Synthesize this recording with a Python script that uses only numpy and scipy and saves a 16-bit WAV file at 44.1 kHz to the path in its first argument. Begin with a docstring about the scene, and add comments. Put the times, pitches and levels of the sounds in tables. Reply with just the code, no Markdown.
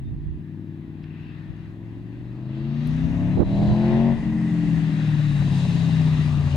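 """Wind rumbles on the microphone over the low drone of a V-four motorcycle cruising down a mountain road.
Coming closer, the bike opens its throttle, shuts it and burbles on the overrun. Its uneven firings sing
as tones, their scatter burbles in the muffler, and gas rushes from the pipe; a stone wall and trees echo
it. Tyres and chain hiss, gusts buffet each port of the camera's stereo microphone, something ticks close
by and two faint whistles sound far off."""
import sys
import numpy as np
from scipy import signal
from scipy.fft import rfft, irfft, next_fast_len
from scipy.io import wavfile
from scipy.ndimage import uniform_filter1d, map_coordinates

SR = 44100
rng = np.random.default_rng(int(sys.argv[2]) if len(sys.argv) > 2 else 0)


def master(y):
    """Save y as 16-bit WAV."""
    cut = np.clip(np.atleast_2d(y).T, -1, 1)
    pcm = np.round(cut * 32767)  # scale
    wavfile.write(sys.argv[1], SR, pcm.astype(np.int16))


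N = 289296
T = np.arange(N) / SR

# Far whistles. Each row: centre in seconds, length in seconds, pitch in Hz, level in dB.
WHISTLES = [(0.075, 0.059, 3640, -66.5), (1.57, .03, 8100, -83)]
# Close ticks. Each row: start in seconds, level in dB, low and high edge in Hz, seconds to fall 60 dB.
TICKS = [(1.034, -59, 4300, 5600, .01), (1.0407, -44, 1300, 4200, .012), (2.874, -44, 9500, 14000, .01)]
# Wind on the microphone. Each row: time in seconds, level in dB, leftward bias in dB.
WIND = [(0, -40.5, 4), (.36, -40, -21), (.46, -62, .5), (1.1, -54, -2), (2, -52, -4), (2.8, -49, 12),
        (3, -34, 7.5), (3.4, -36.5, -2), (4.3, -39, 3.5), (4.5, -56, 0.5), (5.1, -46, 10), (5.6, -39, 13),
        (6.56, -43, 9.5)]
# Its spectrum. Each row: frequency in Hz, density in dB.
RUMBLE_SPECTRUM = [(15, -16.5), (30, -10), (60, -1), (110, -10), (200, -25.5), (400, -42), (900, -80),
                   (2000, -140)]
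# Gusts. Each row: centre and length in seconds, level in dB, upper edge in Hz, port (0 left, 1 right).
GUSTS = [(0.102, 0.13, -29, 180, 1), (0.273, 0.043, -28.5, 150, 1), (1.51, .04, -29.5, 160, 0),
         (2.193, 0.056, -37, 110, 1), (2.65, 0.082, -45, 110, 0), (2.897, 0.032, -28, 110, 1),
         (3.048, 0.047, -18.5, 170, 0), (3.16, 0.052, -26, 111, 0), (3.347, .05, -26.5, 110, 0),
         (3.378, .012, -18, 417, 1), (3.414, .047, -13, 382, 1), (3.409, .014, -18.5, 624, 1),
         (3.51, 0.11, -23, 150, 1), (3.62, .08, -20, 290, 1), (3.71, 0.068, -16.5, 170, 1),
         (3.832, 0.046, -31, 110, 1), (3.951, .1, -24, 250, 1), (4.127, .07, -28, 110, 0),
         (4.278, .1, -36, 150, 0), (4.662, 0.042, -31, 110, 1), (4.782, .05, -26, 110, 0),
         (5.153, 0.094, -32, 110, 0), (5.296, .045, -32, 110, 0), (5.413, 0.041, -25, 111, 0)]
# Level between the microphone ports. Each row: frequency in Hz, left over right in dB.
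PORT_BALANCE = [(60, 5.5), (160, 5.5), (250, 3.5), (410, 2), (660, 2.5), (1060, 2.5), (1710, 4.5),
                (2760, 9), (4450, 1), (6500, 6), (8500, 14.5), (12000, 0)]
# Phase between them. Each row: frequency in Hz, lead of the left in radians.
PORT_PHASE = [(60, 0), (700, .1), (1120, .5), (1380, 2.2), (1640, .4), (1890, .8), (2150, 1.9), (2580, 6.7),
              (3360, 12.4), (4650, 13.3)]
# Road hiss. Each row: time in seconds, low band level in dB, middle and top band in dB relative to it.
HISS_LEVELS = [(0, -63.5, -12.5, -23.5), (.9, -61.5, -12, -24), (1.25, -55.5, -11, -27.5),
               (1.6, -56.5, -13, -22), (1.8, -60, -13.5, -21), (2.4, -58, -10.5, -21),
               (2.7, -53.5, -4, -22.5), (2.9, -50, -5.5, -16.5), (3.23, -46, -15.5, -20.5),
               (3.6, -48.5, -5, -14), (3.95, -42.5, -11, -21), (4.1, -44.5, -11, -19.5),
               (4.2, -50.5, -10, -14.5), (4.5, -47, -11, -14.5), (5, -43.5, -10, -16.5),
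               (5.4, -44, -9.5, -13), (5.55, -45, -2, -7.5), (5.95, -44, -3.5, -12), (6.56, -45.5, -6, -12)]
# Where the hiss sits. Each row: time in seconds, left over right in dB.
HISS_PAN = [(0, -4.5), (1.2, -2), (2.6, -3), (2.85, 1.5), (4.5, -0.5), (6.56, 0)]
# How alike the hiss is at the two ports. Each row: frequency in Hz, correlation.
HISS_LIKENESS = [(400, 0.92), (700, 0.37), (1500, 0.43), (4000, 0.49), (9000, 0.23)]
# Spectra of the hiss: low and middle bands, then top band. Each row: frequency in Hz, density in dB.
ROAD_SPECTRUM = [(680, -21.5), (1150, -3.5), (1400, -5.5), (1890, -0.5), (2270, -6), (2580, -6), (2750, -4),
                 (3110, -9.5), (3840, -9), (4240, -12.5), (4900, -19), (6370, -43), (10800, -120)]
SIZZLE_SPECTRUM = [(3500, -29), (5000, -5), (5600, -8), (6500, -2.5), (7600, -11.5), (8200, -10),
                   (9000, -12.5), (9800, -17), (11500, -21.5), (15000, -31)]
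# Narrow bands of hiss that stand out for a while.
# Each row: start and end in seconds, centre and width in Hz, level in dB, left over right in dB.
HISS_BANDS = [(1.033, 1.415, 2610, 400, -62, 13.5), (1.3, 1.654, 1790, 300, -67, 15),
              (3.28, 3.942, 3960, 199, -55, 0.5), (.2, 1.02, 1700, 250, -75, 3),
              (3.498, 3.957, 4370, 700, -62.5, 8), (3.75, 4.91, 1914, 299, -50, 0.5),
              (4.302, 4.9, 8150, 400, -76.5, 18), (4.8, 6.3, 3840, 355, -53, -0.5),
              (2.2, 3.4, 1240, 350, -64.5, 3), (2.7, 3.4, 6000, 1200, -68.5, 4),
              (5.3, 6.3, 2700, 400, -55.5, 6), (5.4, 5.95, 980, 90, -56, 2.5),
              (5.9, 6.7, 1150, 350, -51, 3)]
# Engine speed. Each row: time in seconds, cycles a second (a cycle is two crank turns).
REVS = [(0, 17.95), (.12, 18.1), (.3, 19.3), (.6, 20.4), (.8, 19.2), (.95, 19.05), (1.2, 19.64),
        (1.6, 21.04), (2, 22.66), (2.35, 24.7), (2.8, 29.4), (4.06, 46.1), (4.12, 46.4), (4.22, 44),
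        (4.4, 43.77), (5.1, 38.17), (5.74, 33.43), (6.56, 28.07)]
# The throttle. Each row: time in seconds, opening from 0 to 1.
THROTTLE = [(0, 0.04), (2.3, 0.31), (2.95, 0.43), (3.15, 0.69), (4.13, 0.93), (4.2, 0.16), (6.56, 0.04)]
# The four firings of a cycle: their crank angles in degrees, then their strengths in dB.
FIRING_DEGREES = np.array([0, 180, 295, 475])
FIRING_DB = [1.6, -1.6, 1.6, -1.6]
# The exhaust from the roadside.
# Each row: time in seconds, loudness in dB, weak tones and gas rush in dB relative to it.
EXHAUST_LEVELS = [(0, -44.5, -0.5, -20.5), (.6, -44.5, 5.5, -19), (1.4, -46, 1.5, -14.5),
                  (2.3, -44.5, 2.5, -14.5), (2.6, -39.5, 0, -14), (3.05, -34.5, -8.5, -14),
                  (3.36, -29.5, -9.5, -15.5), (3.6, -30.5, -3.5, -10), (4.1, -29.5, -6.5, -10.5),
                  (4.3, -31, -10, -18.5), (4.9, -33, -12, -17.5), (5.3, -33, -19, -18.5),
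                  (5.55, -31, -12.5, -14), (6.1, -33, -9.5, -14), (6.56, -35, -10.5, -11.5)]
# Strong tones. Each row: multiple of the cycle rate, gain in dB at light load, full load, throttle shut.
STRONG_ORDERS = [(3, -6.5, 5, -2.5), (4, -1.3, -0.3, 6.5), (5, 8, 3.5, 7), (7, -2, -6, -6), (8, 0, 0.5, -6)]
# Resonances they ring in. Each row: frequency in Hz, gain in dB with throttle open, then shut.
BOOM_RESPONSE = [(49.6, -9, 2.5), (85, -11, 10.5), (105.4, -2.5, -6), (124.4, 1, -4), (144.2, 3, 4),
                 (155.2, 5, 7), (170, 2, 2), (187.5, -2.1, -8.5), (190, -2.1, -5), (216.5, 5, -3.5),
                 (235, 5.5, 4.5), (250, 5.5, 3.5), (270.4, 2.5, 1), (294, -5, 9), (322.3, -6.5, -2),
                 (350, 2.5, -16), (370, -6, -8)]
# The pipe's weak tones. Each row: frequency in Hz, gain in dB at light load, full load, throttle shut.
PIPE_RESPONSE = [(30, -11, -9.5, -2), (120, -9.5, -8, 5.5), (190, 4, -1.5, 2), (250, 3, -11, -6),
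                 (327.6, 3, 5.5, -7.5), (400, -16.5, -5.5, -5.5), (427, -25, -12, -31),
                 (590, -28.5, 3, -17), (670, -29.5, 8, -21), (764, -41.5, -3.5, -16.5),
                 (910, -43.5, -5, -26.5), (1220, -39.5, -22, -49.5)]
# The muffler. Each row: frequency in Hz, gain in dB.
MUFFLER_RESPONSE = [(30, -42), (70, -20.5), (110, -7), (155, -3), (210, -5), (300, -11), (400, -32),
                    (700, -39), (1300, -69.5), (3000, -82)]
# Its burble, in dB relative to the exhaust's loudness, at light load, full load and throttle shut.
BURBLE_DB = (0, -2.5, 2)
# Gas leaving the pipe. Each row: frequency in Hz, density in dB.
RUSH_SPECTRUM = [(250, -26.5), (420, 5.5), (471, -13.5), (557, 0), (1000, -2.5), (1250, -17.5),
                 (1620, -45.5), (2750, -120)]
# Puttering, deepest on the overrun. Each row: time in seconds, depth from 0 to 1.
PUTTER_DEPTH = [(0, 0), (.4, .08), (4.1, 0), (4.25, 0.22), (4.9, 0.27), (5.03, 0.46), (5.2, 0.64),
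                (5.26, 0.1), (5.42, 0.4), (5.62, 0.4), (5.85, 0.16), (6.05, 0.27), (6.3, 0.2), (6.56, 0.6)]

SHUT_S = 4.17  # the throttle closes for the overrun
SHUT = 1 / (1 + np.exp((SHUT_S - T) / .006))  # 0 before, 1 after
SIDES = np.array([[.5], [-.5]])  # splits a difference between the left and right ports


def amp(db):
    """Decibels as amplitude."""
    return 10 ** (np.asarray(db) / 20)


def unit(x):
    """x at rms 1."""
    return x / np.sqrt(np.mean(x ** 2) + 1e-20)


def even(x, span_s):
    """x held near rms 1 over every stretch of span_s."""
    n = int(span_s * SR)
    power = uniform_filter1d(uniform_filter1d(x ** 2, n), n)
    return x / np.sqrt(np.abs(power) + 1e-20)


def along(points, hz):
    """Values between (Hz, value) points on a log axis."""
    f, v = np.transpose(points)
    return np.interp(np.log(hz + 1), np.log(f + 1), v)


def curves(rows):
    """One value per sample for each column after the time."""
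    times, *columns = np.transpose(rows)
    return [np.interp(T, times, column) for column in columns]


def wobble(rate):
    """A smooth random curve, rate knots a second."""
    return map_coordinates(rng.standard_normal(int(N * rate / SR) + 4), [T * rate])


def filtered(x, response):
    """x through a complex response of frequency."""
    size = next_fast_len(N + SR // 2)
    return irfft(rfft(x, size) * response(np.fft.rfftfreq(size, 1 / SR)), size)[..., :N]


def causal(points):
    """The minimum-phase response that has this spectrum."""
    def response(hz):
        cepstrum = irfft(np.log(amp(np.maximum(along(points, hz), -90))))
        cepstrum[1:len(hz)] *= 2
        cepstrum[len(hz):] = 0
        return np.exp(rfft(cepstrum))
    return response


def ports(x):
    """Sound reaches the microphone's two ports at different levels and phases."""
    def response(hz):
        return amp(SIDES * along(PORT_BALANCE, hz)) * np.exp(1j * SIDES * along(PORT_PHASE, hz))
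    return filtered(x, response)


def by_load(light, full, shut):
    """A value that moves with the throttle."""
    opening = curves(THROTTLE)[0]
    return opening * full + (1 - opening) * (light + SHUT * (shut - light))


def whistles():
    """Faint wavering whistles, far off to the left."""
    out = np.zeros((2, N))
    for centre, length, hz, db in WHISTLES:
        swell = np.exp(-((T - centre) / length * 2) ** 4)
        out += amp(db + 6 * SIDES) * swell * np.sin(2 * np.pi * hz * T + 1.5 * wobble(60))
    return out


def ticks():
    """Dry snaps of noise close to the microphone."""
    out, t = np.zeros((2, N)), np.arange(800) / SR
    for start, db, low_hz, high_hz, t60 in TICKS:
        band = signal.butter(4, [low_hz, high_hz], "band", fs=SR, output="sos")
        snap = unit(signal.sosfilt(band, rng.standard_normal(len(t))))
        at = int(start * SR)
        out[:, at:at + len(t)] += amp(db - 60 * t / t60) * snap
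    return out


def wind():
    """Air buffets each port separately: a lumpy rumble and sharp gusts that reach higher."""
    level_db, bias_db = curves(WIND)
    lumps = amp(2.2 * np.array([wobble(20), wobble(13)]))
    rumble = filtered(rng.standard_normal((2, N)), lambda hz: amp(along(RUMBLE_SPECTRUM, hz)))
    port_power = 4.6 / (0.5 + 10 ** (-2 * SIDES * bias_db / 10))
    out = amp(level_db) * np.sqrt(port_power) * unit(lumps * rumble)
    for centre, length, db, edge_hz, port in GUSTS:
        band = signal.butter(3, [35, edge_hz], "band", fs=SR, output="sos")
        span = slice(max(int((centre - length) * SR), 0), int((centre + length) * SR))
        puff = unit(signal.sosfilt(band, rng.standard_normal(SR // 2))[-len(T[span]):])
        out[port, span] += amp(db) * puff * np.exp(-((T[span] - centre) / length * 2) ** 8)
    return out


def echoes(x, t60=.5):
    """The stone wall and the trees return a short smeared copy, different at each port."""
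    t = np.arange(SR // 2) / SR
    tail = rng.standard_normal((2, len(t))) * amp(-60 * t / t60) * (t > .01)
    return signal.fftconvolve(x[None], tail / np.linalg.norm(tail[0]), axes=1)[:, :N]


def patchy_noise():
    """Noise mottled in time and frequency, partly alike at the two ports."""
    def mid_and_side(hz):
        angle = np.arccos(along(HISS_LIKENESS, hz)) / 2
        return np.array([np.cos(angle), np.sin(angle)])
    spectra = signal.stft(rng.standard_normal((2, N)), nperseg=512)[2]
    patches = uniform_filter1d(uniform_filter1d(rng.standard_normal(spectra.shape[1:]), 5, 0), 12, 1)
    pair = signal.istft(spectra * amp(1.1 * unit(patches)), nperseg=512)[1][:, :N]
    mid, side = filtered(pair, mid_and_side)
    return ports(np.array([mid + side, mid - side]))


def road_hiss(split_hz=3050):
    """Tyres, chain and air hiss from the road in three broad bands, growing as the bike nears."""
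    noise = patchy_noise()
    low = filtered(noise, lambda hz: amp(along(ROAD_SPECTRUM, hz)) / (1 + (hz / split_hz) ** 8))
    middle = filtered(noise, lambda hz: amp(along(ROAD_SPECTRUM, hz)) / (1 + (split_hz / (hz + 1)) ** 8))
    top = filtered(noise, lambda hz: amp(along(SIZZLE_SPECTRUM, hz)))
    level_db, middle_db, top_db = curves(HISS_LEVELS)
    blend = unit(low) + amp(middle_db) * unit(middle) + amp(top_db) * unit(top)
    return amp(level_db + 0.68 * wobble(12) + SIDES * curves(HISS_PAN)[0]) * blend


def hiss_bands():
    """Narrow bands of noise swell out of the road hiss and sink back."""
    out = np.zeros((2, N))
    for start, end, centre_hz, width_hz, db, pan_db in HISS_BANDS:
        ring = filtered(rng.standard_normal(N), lambda hz: 1 / (1 + ((hz - centre_hz) / width_hz * 2) ** 2))
        swell = np.sin(np.pi * np.clip((T - start) / (end - start), 0, 1)) ** 0.53
        out += amp(db + 0.66 * wobble(22) + SIDES * pan_db) * swell * unit(ring)
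    return out


def muffler_burble(cycle):
    """Each firing's random scatter in strength is an impulse that rings the muffler."""
    scatter = rng.standard_normal((int(cycle[-1]) + 1, len(FIRING_DEGREES)))
    firing_cycles = np.arange(len(scatter))[:, None] + FIRING_DEGREES / 720
    at = np.interp(firing_cycles, cycle, np.arange(N)).ravel().astype(int)
    impulses = np.bincount(at, scatter.ravel() * (at < N - 1), N)
    return even(filtered(impulses, causal(MUFFLER_RESPONSE)), span_s=0.14)


def gas_rush():
    """The noise of gas leaving the pipe."""
    return unit(filtered(rng.standard_normal(N), lambda hz: amp(along(RUSH_SPECTRUM, hz))))


def misfires(cycle):
    """Gains for a misfire every second cycle: the ring builds, gas spits out, the ring collapses."""
    depth = curves(PUTTER_DEPTH)[0]
    beat = 2 * np.pi * (cycle / 2 + .03 * wobble(5) + .48)
    putter = 1 + depth * (0.76 * np.sin(beat) - 0.57 * np.sin(2 * beat))
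    spit = 1 + 3.5 * SHUT * depth * np.maximum(np.cos(beat - 2.6), 0) ** 4
    return putter, spit


def firing_tones(revs, cycle, weak_db):
    """The regular part of four unevenly spaced firings sings at multiples of the cycle rate."""
    opening = curves(THROTTLE)[0]
    lull_db = -12.5 * np.exp(-((T - 5.45) / 0.4) ** 4)  # the upper strong tones fade for a while
    strong_db = {order: load_db for order, *load_db in STRONG_ORDERS}
    boom_hz, open_db, shut_db = np.transpose(BOOM_RESPONSE)
    pipe_hz, *pipe_db = np.transpose(PIPE_RESPONSE)
    strong, weak = np.zeros(N), np.zeros(N)
    for order in range(1, 27):
        hz = order * revs
        firing_sum = np.sum(amp(FIRING_DB) * np.exp(-2j * np.pi * order * FIRING_DEGREES / 720))
        tone = -np.sqrt(2) * np.cos(2 * np.pi * order * cycle + np.angle(firing_sum))
        if order in strong_db:
            boom_db = (1 - SHUT) * np.interp(hz, boom_hz, open_db) + SHUT * np.interp(hz, boom_hz, shut_db)
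            level_db = by_load(*strong_db[order]) + boom_db + lull_db * (order > 6)
            strong += amp(level_db + .9 * wobble(5.4)) * tone
        else:
            level_db = by_load(*(np.interp(hz, pipe_hz, column) for column in pipe_db))
            # weak firings blur the pattern, bar the multiples that cancel
            contrast = 1 if order % 8 == 6 else 0.26 + .5 * opening
            weight = max(abs(firing_sum), .3 * (order % 2)) ** contrast
            weak += weight * amp(level_db + 1.5 * wobble(5)) * tone
    return strong + amp(weak_db) * even(weak, span_s=0.59)


def exhaust():
    """Tones, burble and gas rush leave the pipe together, following the revs and the throttle."""
    revs = curves(REVS)[0]
    cycle = np.cumsum(revs) / SR
    loud_db, weak_db, rush_db = curves(EXHAUST_LEVELS)
    tones = firing_tones(revs, cycle, weak_db)
    burble = amp(by_load(*BURBLE_DB)) * muffler_burble(cycle)
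    rush = amp(rush_db) * gas_rush()
    putter, spit = misfires(cycle)
    # the firings almost stop as the throttle closes
    falter = amp(-13 * np.exp(-((T - SHUT_S - 0.013) / 0.049) ** 2))
    return amp(loud_db) * (falter * putter * tones + burble + spit * rush)


def scene():
    """From the roadside: the bike, its echo and its hiss dip briefly under the hardest gust."""
    bike = exhaust()
    road = amp(-17) * echoes(bike) + ports(bike) + road_hiss() + hiss_bands()
    dip_s, dip_db, fall_s, return_s = 3.43, -9, 0.038, 0.059
    dip = amp(dip_db * np.exp(-np.abs(T - dip_s) / np.where(T < dip_s, fall_s, return_s)))
    return dip * road + wind() + ticks() + whistles()


def record(dry, top_hz=15720):
    """The camera adds a faint hiss of its own and keeps nothing above its band limit."""
    return filtered(dry + amp(-77.5) * rng.standard_normal(dry.shape), lambda hz: hz < top_hz)


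dry = scene()
out = record(dry)
master(out)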